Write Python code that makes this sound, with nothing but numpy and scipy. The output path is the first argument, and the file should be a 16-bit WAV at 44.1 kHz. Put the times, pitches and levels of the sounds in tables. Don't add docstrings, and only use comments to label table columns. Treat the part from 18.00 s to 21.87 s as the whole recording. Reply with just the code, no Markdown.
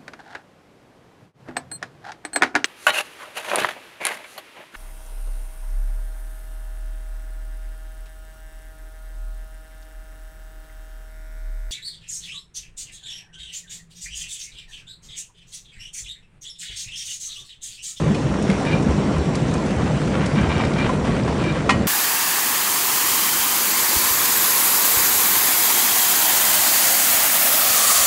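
import sys
import numpy as np
from scipy import signal
from scipy.fft import rfft, irfft, next_fast_len
from scipy.io import wavfile
from scipy.ndimage import uniform_filter1d, map_coordinates

SR = 44100
rng = np.random.default_rng(int(sys.argv[2]) if len(sys.argv) > 2 else 0)


def unload_wav(signal):
    wavfile.write(
        sys.argv[1],
        SR,
        np.round(np.clip(np.atleast_2d(signal).T, -1, 1) * 32767).astype(np.int16),
    )


def volts(x):
    e = np.asarray(x, float) / 20
    return 10 ** e


N = 170667

# (frequency [Hz], t60 [s])
SHED_DECAY = [(300, 0.24), (2000, 0.28), (9000, 0.1)]
# (time [s], level [dB])
BELT_LOAD = [
    (0.0, -26.5),
    (0.34, -29),
    (0.62, -25),
    (1.11, -27),
    (2.13, -28),
    (2.65, -25.5),
    (3.13, -28.5),
    (3.6, -27.5),
    (3.87, -29.5),
]
# (frequency [Hz], density [dB per Hz])
ROAR_SPECTRUM = [(15, -63), (25, -22), (59, -3.5), (102, -3.5), (151, 0.5), (205, -3), (258, -4),
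                 (454, -11), (1200, -30), (1560, -44), (2640, -120)]
# (frequency [Hz], density [dB per Hz])
RATTLE_SPECTRUM = [(240, -19.5), (400, -3), (499, 1), (744, -5.5), (2400, -14.5), (5330, -24.5),
                   (7740, -28), (10100, -32.5), (10800, -32.5), (14000, -80), (22000, -120)]
# (frequency [Hz], width [Hz], gain [dB])
FRAME_MODES = [(149.7, 9, 3.5), (206, 21, 4.5), (439, 4.6, 5), (525, 7.5, 3), (1000, 38, 0.5),
               (1386, 21, 4.5), (1920, 37, 2.5)]
# (frequency [Hz], level [dB rms], drive index)
DRIVE_TONES = [(2972, -61, 2), (5605, -53.5, 0), (5807, -62, 0), (6002, -61, 2), (6395, -58, 1),
               (7570, -55.5, 2), (8312, -66, 2), (8506, -70, 1)]
# (time [s], drive 0 [dB], drive 1 [dB], drive 2 [dB])
MIC_FACING = [(0, -3, 5, -4), (.25, 0, 1, -2), (.6, 2, 1, 0), (1.3, 1, -3, -1), (1.45, -8, -2, -1),
              (2.1, -7, -2, -2), (2.5, -3, -5, -1), (3.2, -5, -5, -3), (3.87, -8, -6, -5)]
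# (time [s], peak [dB], centre [Hz])
CLOD_TICKS = [(0.1441, -30, 5560), (0.4244, -25.5, 7570), (0.5133, -23.5, 4000), (1.3528, -19, 5670),
              (1.355, -32, 4200), (1.538, -22.5, 7400), (1.6616, -28, 5600), (2.26, -19, 5010),
              (2.4916, -30, 4280), (2.649, -23.5, 4300), (2.734, -30, 4480), (2.7897, -33, 5150),
              (3.052, -33, 5610), (3.437, -40, 4460)]
# (time [s], peak [dB], centre [Hz])
STONE_TAPS = [(0.1437, -22, 2000), (0.3422, -22.5, 1310), (0.4536, -20, 1330), (0.4783, -16, 1560),
              (0.4994, -9, 2160), (0.502, -16, 1650), (0.529, -16, 1340), (0.651, -12, 1590),
              (0.6697, -22, 2360), (0.7178, -22, 2370), (1.1674, -21, 1250), (1.498, -39, 1580),
              (1.6232, -19, 1370), (1.706, -15, 1330), (1.8013, -30, 1400), (1.8673, -22, 2180),
              (1.8766, -26, 1340), (2.0757, -12, 1330), (2.3521, -18, 1470), (2.374, -19, 1250),
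              (2.4147, -21, 1620), (2.4397, -24, 1970), (2.4897, -17, 2390), (2.5794, -10, 1250),
              (2.6194, -18, 1660), (2.7348, -17, 2230), (2.7852, -12.5, 1570), (2.8014, -14, 1540),
              (2.8747, -23.5, 1980), (3.0515, -17, 1330), (3.397, -26, 1710), (3.4088, -20, 1680),
              (3.4376, -16, 2390), (3.546, -20, 1560), (3.5672, -19, 1260)]
# (time [s], length [s], ring [dB], grit [dB])
BAR_SCRAPES = [(0.477, 0.057, -42, -37.5), (0.654, 0.039, -31, -32.5), (0.696, 0.06, -33, -48),
               (1.796, 0.018, -41, -35.5), (1.853, 0.016, -50, -32.5), (2.111, 0.16, -46, -34),
               (2.347, 0.12, -35, -30.5), (2.488, 0.16, -36.5, -32), (2.756, 0.11, -32.5, -30),
               (3.041, 0.16, -46.5, -34), (3.388, 0.072, -36.5, -33), (3.451, 0.068, -34.5, -39),
               (3.542, 0.065, -44.5, -32.5)]
# (time [s], length [s], level [dB])
BAR_SQUEAKS = [(.659, .032, -32), (.705, .006, -39), (.717, .022, -31), (.75, .015, -39), (2.352, .05, -43),
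               (2.487, .07, -37), (2.59, .024, -35), (2.635, .05, -42), (2.771, .058, -34),
               (2.84, .03, -42), (3.435, .068, -35)]
# (frequency [Hz], width [Hz], gain [dB])
BAR_MODES = [(907, 12, 7), (1325, 34, 2.5), (1580, 21, 5), (1680, 98, 0), (2005, 64, -12.5),
             (2800, 100, -5), (3160, 48, -8.5), (4110, 44, -9)]
# (frequency [Hz], width [Hz], gain [dB])
SINGING_MODES = [(2330, 90, -4), (2480, 80, -3), (2845, 70, -4), (3105, 50, -8), (3725, 45, -8),
                 (4300, 60, -15)]
# (frequency [Hz], density [dB per Hz])
GRIT_SPECTRUM = [(400, -20), (900, 5), (2500, -1), (4000, -11), (9000, -38.5)]
# (time [s], peak [dB], brightness [dB per octave])
PANEL_KNOCKS = [(.079, -20, -7.5), (0.146, -26, 6.5), (0.338, -19, -4), (0.9, -25, -2), (1.163, -13, -6.5),
                (1.346, -23.5, 1.5), (1.538, -21, -4.5), (1.809, -25, -2), (2.23, -20.5, -1),
                (2.411, -25.5, 3), (2.602, -16.5, -7), (2.893, -4.5, -11), (2.934, -15, -4),
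                (3.277, -13.5, -2.5), (3.41, -16, -7), (3.6919, 0.5, -3.5), (3.6941, -1, -4),
                (3.7038, -11, 3), (3.712, -26, -15)]
# (frequency [Hz], gain [dB], t60 [s])
PANEL_MODES = [(775, -14, .08), (1020, 1, .05), (1120, 2, .025), (1345, -2, .04), (1600, -12, .04),
               (1895, -11, .16), (2110, -7, .05), (2470, -3, .05), (2972, -15, .2), (3386, -13, .06),
               (3800, -15, .045), (4200, -18, .09), (5335, -17, .06), (6207, -20, .04)]
# (frequency [Hz], density [dB per Hz])
CLATTER_SPECTRUM = [(500, -26), (900, 6.5), (1400, -5), (2500, 2.5), (3500, -15), (8000, -18)]
# (time [s], peak [dB], pitch [Hz])
HEAVY_DROPS = [(0.062, -3.5, 148.5), (0.101, -5, 204), (0.246, -7, 152), (0.49, -5, 189), (.8, -13, 301),
               (0.723, -7.5, 157), (0.858, -5.5, 213), (0.882, -6.5, 72), (1.082, -4.5, 202),
               (1.177, -9, 72), (1.27, -8, 155.6), (1.41, -9, 125), (1.52, -9, 154), (1.704, -9, 184.5),
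               (1.761, -12.5, 80.4), (1.832, -21, 126), (1.928, -9, 138), (2.332, -3.5, 150.3),
               (2.371, -5.5, 209), (2.469, -11.5, 77.5), (2.621, -14, 104), (2.739, -10.5, 168),
               (3.08, -8, 227), (3.211, -14.5, 123), (3.411, -13, 335), (3.42, -7, 158), (3.501, -16, 158),
               (3.568, -12.5, 525), (3.811, -12, 218)]
# (time [s], peak [dB], pitch [Hz])
LIGHT_DROPS = [(0.384, -20, 326), (0.629, -17, 264), (0.806, -16.5, 264), (0.909, -14, 350),
               (1.107, -17, 297), (2.406, -21, 264), (2.619, -21, 280), (3.14, -16, 390), (3.472, -16, 327)]


def unit(x):
    return x / np.sqrt(np.mean(x ** 2) + 1e-20)


def along(points, hz):
    point_hz, value = np.transpose(points)
    return np.interp(np.log(hz + 1), np.log(point_hz + 1), value)


def wobble(rate_hz):
    knots = rng.standard_normal(int(N * rate_hz / SR) + 4)
    return map_coordinates(knots, [np.arange(N) * rate_hz / SR])


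def filtered(x, response):
    size = next_fast_len(N + SR // 2)
    return irfft(rfft(x, size) * response(np.fft.rfftfreq(size, 1 / SR)), size)[..., :N]


def resonances(modes):
    def response(f):
        total = 0
        for k, (hz, width_hz, db) in enumerate(modes):
            loss = 1j * f * width_hz
            total = total + (-1) ** k * volts(db) * loss / (hz * hz - f * f + loss)
        return total
    return response


def rush(response, patchy_db):
    z = signal.stft(rng.standard_normal(N), nperseg=512)[2]
    field = uniform_filter1d(rng.standard_normal(z.shape), 6, 0)
    field = uniform_filter1d(field, 8, 1)
    noise = signal.istft(z * volts(patchy_db * unit(field)), nperseg=512)[1][:N]
    return unit(filtered(noise, response))


def grains(start_s, hz, cycles, size, span, rise_cycles=0.12):
    t = np.arange(span) / SR
    turns = hz[:, None] * t
    wave = size[:, None] * np.sin(2 * np.pi * turns) * volts(-60 * turns / cycles)
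    wave = wave * (1 - t * SR / span) * (1 - np.exp(-turns / rise_cycles))
    at = (start_s * SR).astype(int)[:, None] + np.arange(span)
    return np.bincount(at.ravel(), wave.ravel(), N + SR)[:N]


def load_db():
    return np.interp(np.arange(N) / SR, *np.transpose(BELT_LOAD))


def shed(x):
    hz, t, z = signal.stft(rng.standard_normal(SR // 2), SR, nperseg=256)
    decay = volts(-60 * t / along(SHED_DECAY, hz)[:, None])
    tail = signal.istft(z * decay, SR, nperseg=256)[1]
    delayed = np.pad(x, (300, 0))
    return signal.fftconvolve(delayed, tail / np.linalg.norm(tail))[:N]


def machine():
    roar_db, rattle_db = 6.5, -2.5
    roar_grows, rattle_grows = 0.11, 0.49
    load = load_db()
    mean_db = load.mean()
    swing_db = load - mean_db

    def frame(f):
        return 1 + sum((volts(db) - 1) / (1 + (2 * (f - hz) / width_hz) ** 2) for hz, width_hz, db in FRAME_MODES)

    roar = rush(lambda f: volts(along(ROAR_SPECTRUM, f)) * frame(f), patchy_db=1.0)
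    roar = roar * volts(roar_grows * swing_db + 0.6 * wobble(9.1))
    rattle = rush(lambda f: volts(along(RATTLE_SPECTRUM, f)) * frame(f), patchy_db=1.8)
    rattle = rattle * volts(rattle_grows * swing_db + 0.66 * wobble(9) + 0.43 * wobble(40))
    return volts(mean_db) * (volts(roar_db) * roar + volts(rattle_db) * rattle)


def whine():
    t = np.arange(N) / SR
    facing_s, *facing_db = np.transpose(MIC_FACING)
    out = np.zeros(N)
    for hz, db, drive in DRIVE_TONES:
        level_db = db + np.interp(t, facing_s, facing_db[drive]) + 1.2 * wobble(9.8)
        out += np.sqrt(2) * volts(level_db) * np.sin(2 * np.pi * hz * t + 0.8 * wobble(10))
    return out


def pings():
    pings_per_s, ping_db, ping_cycles = 70, -14.5, 120
    r = rng.random((round(N / SR * pings_per_s), 3))
    modes_hz = np.array([hz for hz, *_ in PANEL_MODES[:9] + BAR_MODES[:6]])
    hz = modes_hz[(r[:, 1] * 15).astype(int)]
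    size = volts(10 * r[:, 2] ** 2) * 1000 / hz
    streaks = grains(r[:, 0] * N / SR, hz, ping_cycles, size, span=3000, rise_cycles=1.5)
    return unit(streaks) * volts(load_db() + ping_db)


def ticks():
    tick_db, tick_t60_s = -7, 0.038
    tap_db, tap_t60_s, tap_ring_db = -12.5, 0.03, -3
    crumbs_per_s, crumb_db = 60, -37
    out, t = np.zeros(N + SR), np.arange(SR // 20) / SR
    events = [(s, db + tick_db, hz, tick_t60_s) for s, db, hz in CLOD_TICKS]
    events += [(s, db + tap_db, hz, tap_t60_s) for s, db, hz in STONE_TAPS]
    for s, db, hz, t60_s in events:
        band = signal.butter(1, [hz * 0.69, min(hz * 1.29, 20000)], "bandpass", fs=SR)
        burst = unit(signal.lfilter(*band, rng.standard_normal(len(t))))
        if hz < 2500:
            burst = burst + volts(tap_ring_db) * np.sin(2 * np.pi * hz * t)
        out[round(s * SR):][:len(t)] += volts(db - 60 * t / t60_s) * (1 - np.exp(-t / 0.00065)) * burst
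    r = rng.random((int(N / SR * crumbs_per_s), 3))
    crumb_size = volts(crumb_db + 7.0 * r[:, 2] ** 2)
    return out[:N] + grains(r[:, 0] * N / SR, 2500 + 6000 * r[:, 1], 36, crumb_size, span=200)


def scrapes():
    slips_per_s, edge_s = 400, 0.009
    squeak_hz, squeak_db = 2372, -2
    t = np.arange(N) / SR

    def push(rows, db):
        shapes = [np.clip(np.minimum(t - s, (s + length_s - t) / 2 + edge_s) / edge_s, 0, 1)
                  for s, length_s, *_ in rows]
        return volts(db) @ shapes

    ring_db, grit_db = np.transpose(BAR_SCRAPES)[2:]
    slips = (rng.random(N) < slips_per_s / SR) * rng.standard_normal(N)
    rub = unit(unit(slips) + 0.73 * rng.standard_normal(N))
    sing = push(BAR_SQUEAKS, np.transpose(BAR_SQUEAKS)[2])
    paths = [(resonances(BAR_MODES), push(BAR_SCRAPES, ring_db)),
             (lambda f: volts(along(GRIT_SPECTRUM, f)), push(BAR_SCRAPES, grit_db)),
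             (resonances(SINGING_MODES), sing)]
    tone = np.sin(2 * np.pi * squeak_hz * t + 1.3 * wobble(60))
    out = np.sqrt(2) * volts(squeak_db + 3.2 * wobble(70)) * tone * sing
    for response, force in paths:
        pushed = rub * volts(1.5 * wobble(50)) * force
        out = out + filtered(pushed, response) / np.std(filtered(rub, response))
    return out


def knocks():
    knock_db, crack_db, crack_t60_s = -9.5, -0.5, 0.11
    clatter_db, clatter_t60_s = -1, 0.04
    rise_s, damped_s = 0.00088, 0.045
    out, t = np.zeros(N + SR), np.arange(SR // 4) / SR
    shake = 0.5 * wobble(90)
    clatter = unit(filtered(rng.standard_normal(N), lambda f: volts(along(CLATTER_SPECTRUM, f))))
    for s, db, bright_db in PANEL_KNOCKS:
        strike = np.zeros(len(t))
        for hz, mode_db, t60_s in PANEL_MODES:
            level_db = mode_db + rng.normal(0, 1.0) + bright_db * np.log2(hz / 1000)
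            phase = shake[round(9000 * rng.random()):][:len(t)]
            strike += volts(level_db - 60 * t / t60_s) * np.sin(2 * np.pi * hz * (s + t) + phase)
        strike += volts(crack_db + 1.6 * bright_db - 60 * t / crack_t60_s) * rng.standard_normal(len(t))
        lesser = np.roll(clatter, -round(s * SR))[:len(t)]
        strike += volts(clatter_db + bright_db - 60 * t / clatter_t60_s) * lesser
        shape = (1 - np.exp(-t / rise_s)) / (1 + (t / damped_s) ** 4)
        out[round(s * SR):][:len(t)] += volts(db + knock_db) * strike * shape
    return filtered(out[:N], lambda f: 1 / (1 + (f / 6000) ** 3))


def potatoes():
    thud_cycles, thud_db, light_db = 7.4, -0.5, 4.5
    tumbles_per_s, tumble_hz, tumble_db = 120, 525, -7
    drops = HEAVY_DROPS + [(s, db + light_db, hz) for s, db, hz in LIGHT_DROPS]
    s, db, hz = np.transpose(drops)
    thuds = grains(s, hz, 3 * thud_cycles, volts(db + thud_db), span=8000, rise_cycles=1.0)
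    r = rng.random((int(N / SR * tumbles_per_s), 4))
    normal = np.sqrt(-2 * np.log(r[:, 1] + 1e-9)) * np.cos(2 * np.pi * r[:, 2])
    bump_hz = tumble_hz * np.exp(0.6 * normal)
    bumps = grains(r[:, 0] * N / SR, bump_hz, 4.3, volts(13.3 * r[:, 3] ** 2), span=1500)
    return thuds + unit(bumps) * volts(load_db() + tumble_db)


def scene():
    echo_db = -12.5
    sharp = knocks() + ticks() + scrapes() + pings()
    return (sharp + volts(echo_db) * shed(sharp) + machine() + potatoes() + whine())[None]


def top_cut(x):
    return signal.sosfilt(signal.butter(12, 10920, fs=SR, output="sos"), x)


def record(dry):
    low_cut_hz, high_cut_hz, ceiling = 18, 10600, 0.97
    edge_hz, top_hz, top_open = 10570, 11020, 1.05
    dry = filtered(dry, lambda f: (f / low_cut_hz) ** 2 / (1 + (f / low_cut_hz) ** 2))
    dry = filtered(dry, lambda f: 1 / (1 + (f / high_cut_hz) ** 24))
    dry = dry / (1 + np.abs(dry / ceiling) ** 6) ** (1 / 6)
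    gate = uniform_filter1d(1.0 * (wobble(14) > top_open), size=512)
    top = gate * filtered(dry, lambda f: (f >= edge_hz) & (f < top_hz))
    return top_cut(filtered(dry, lambda f: f < edge_hz) + top)


dry = scene()
out = record(dry)
unload_wav(out)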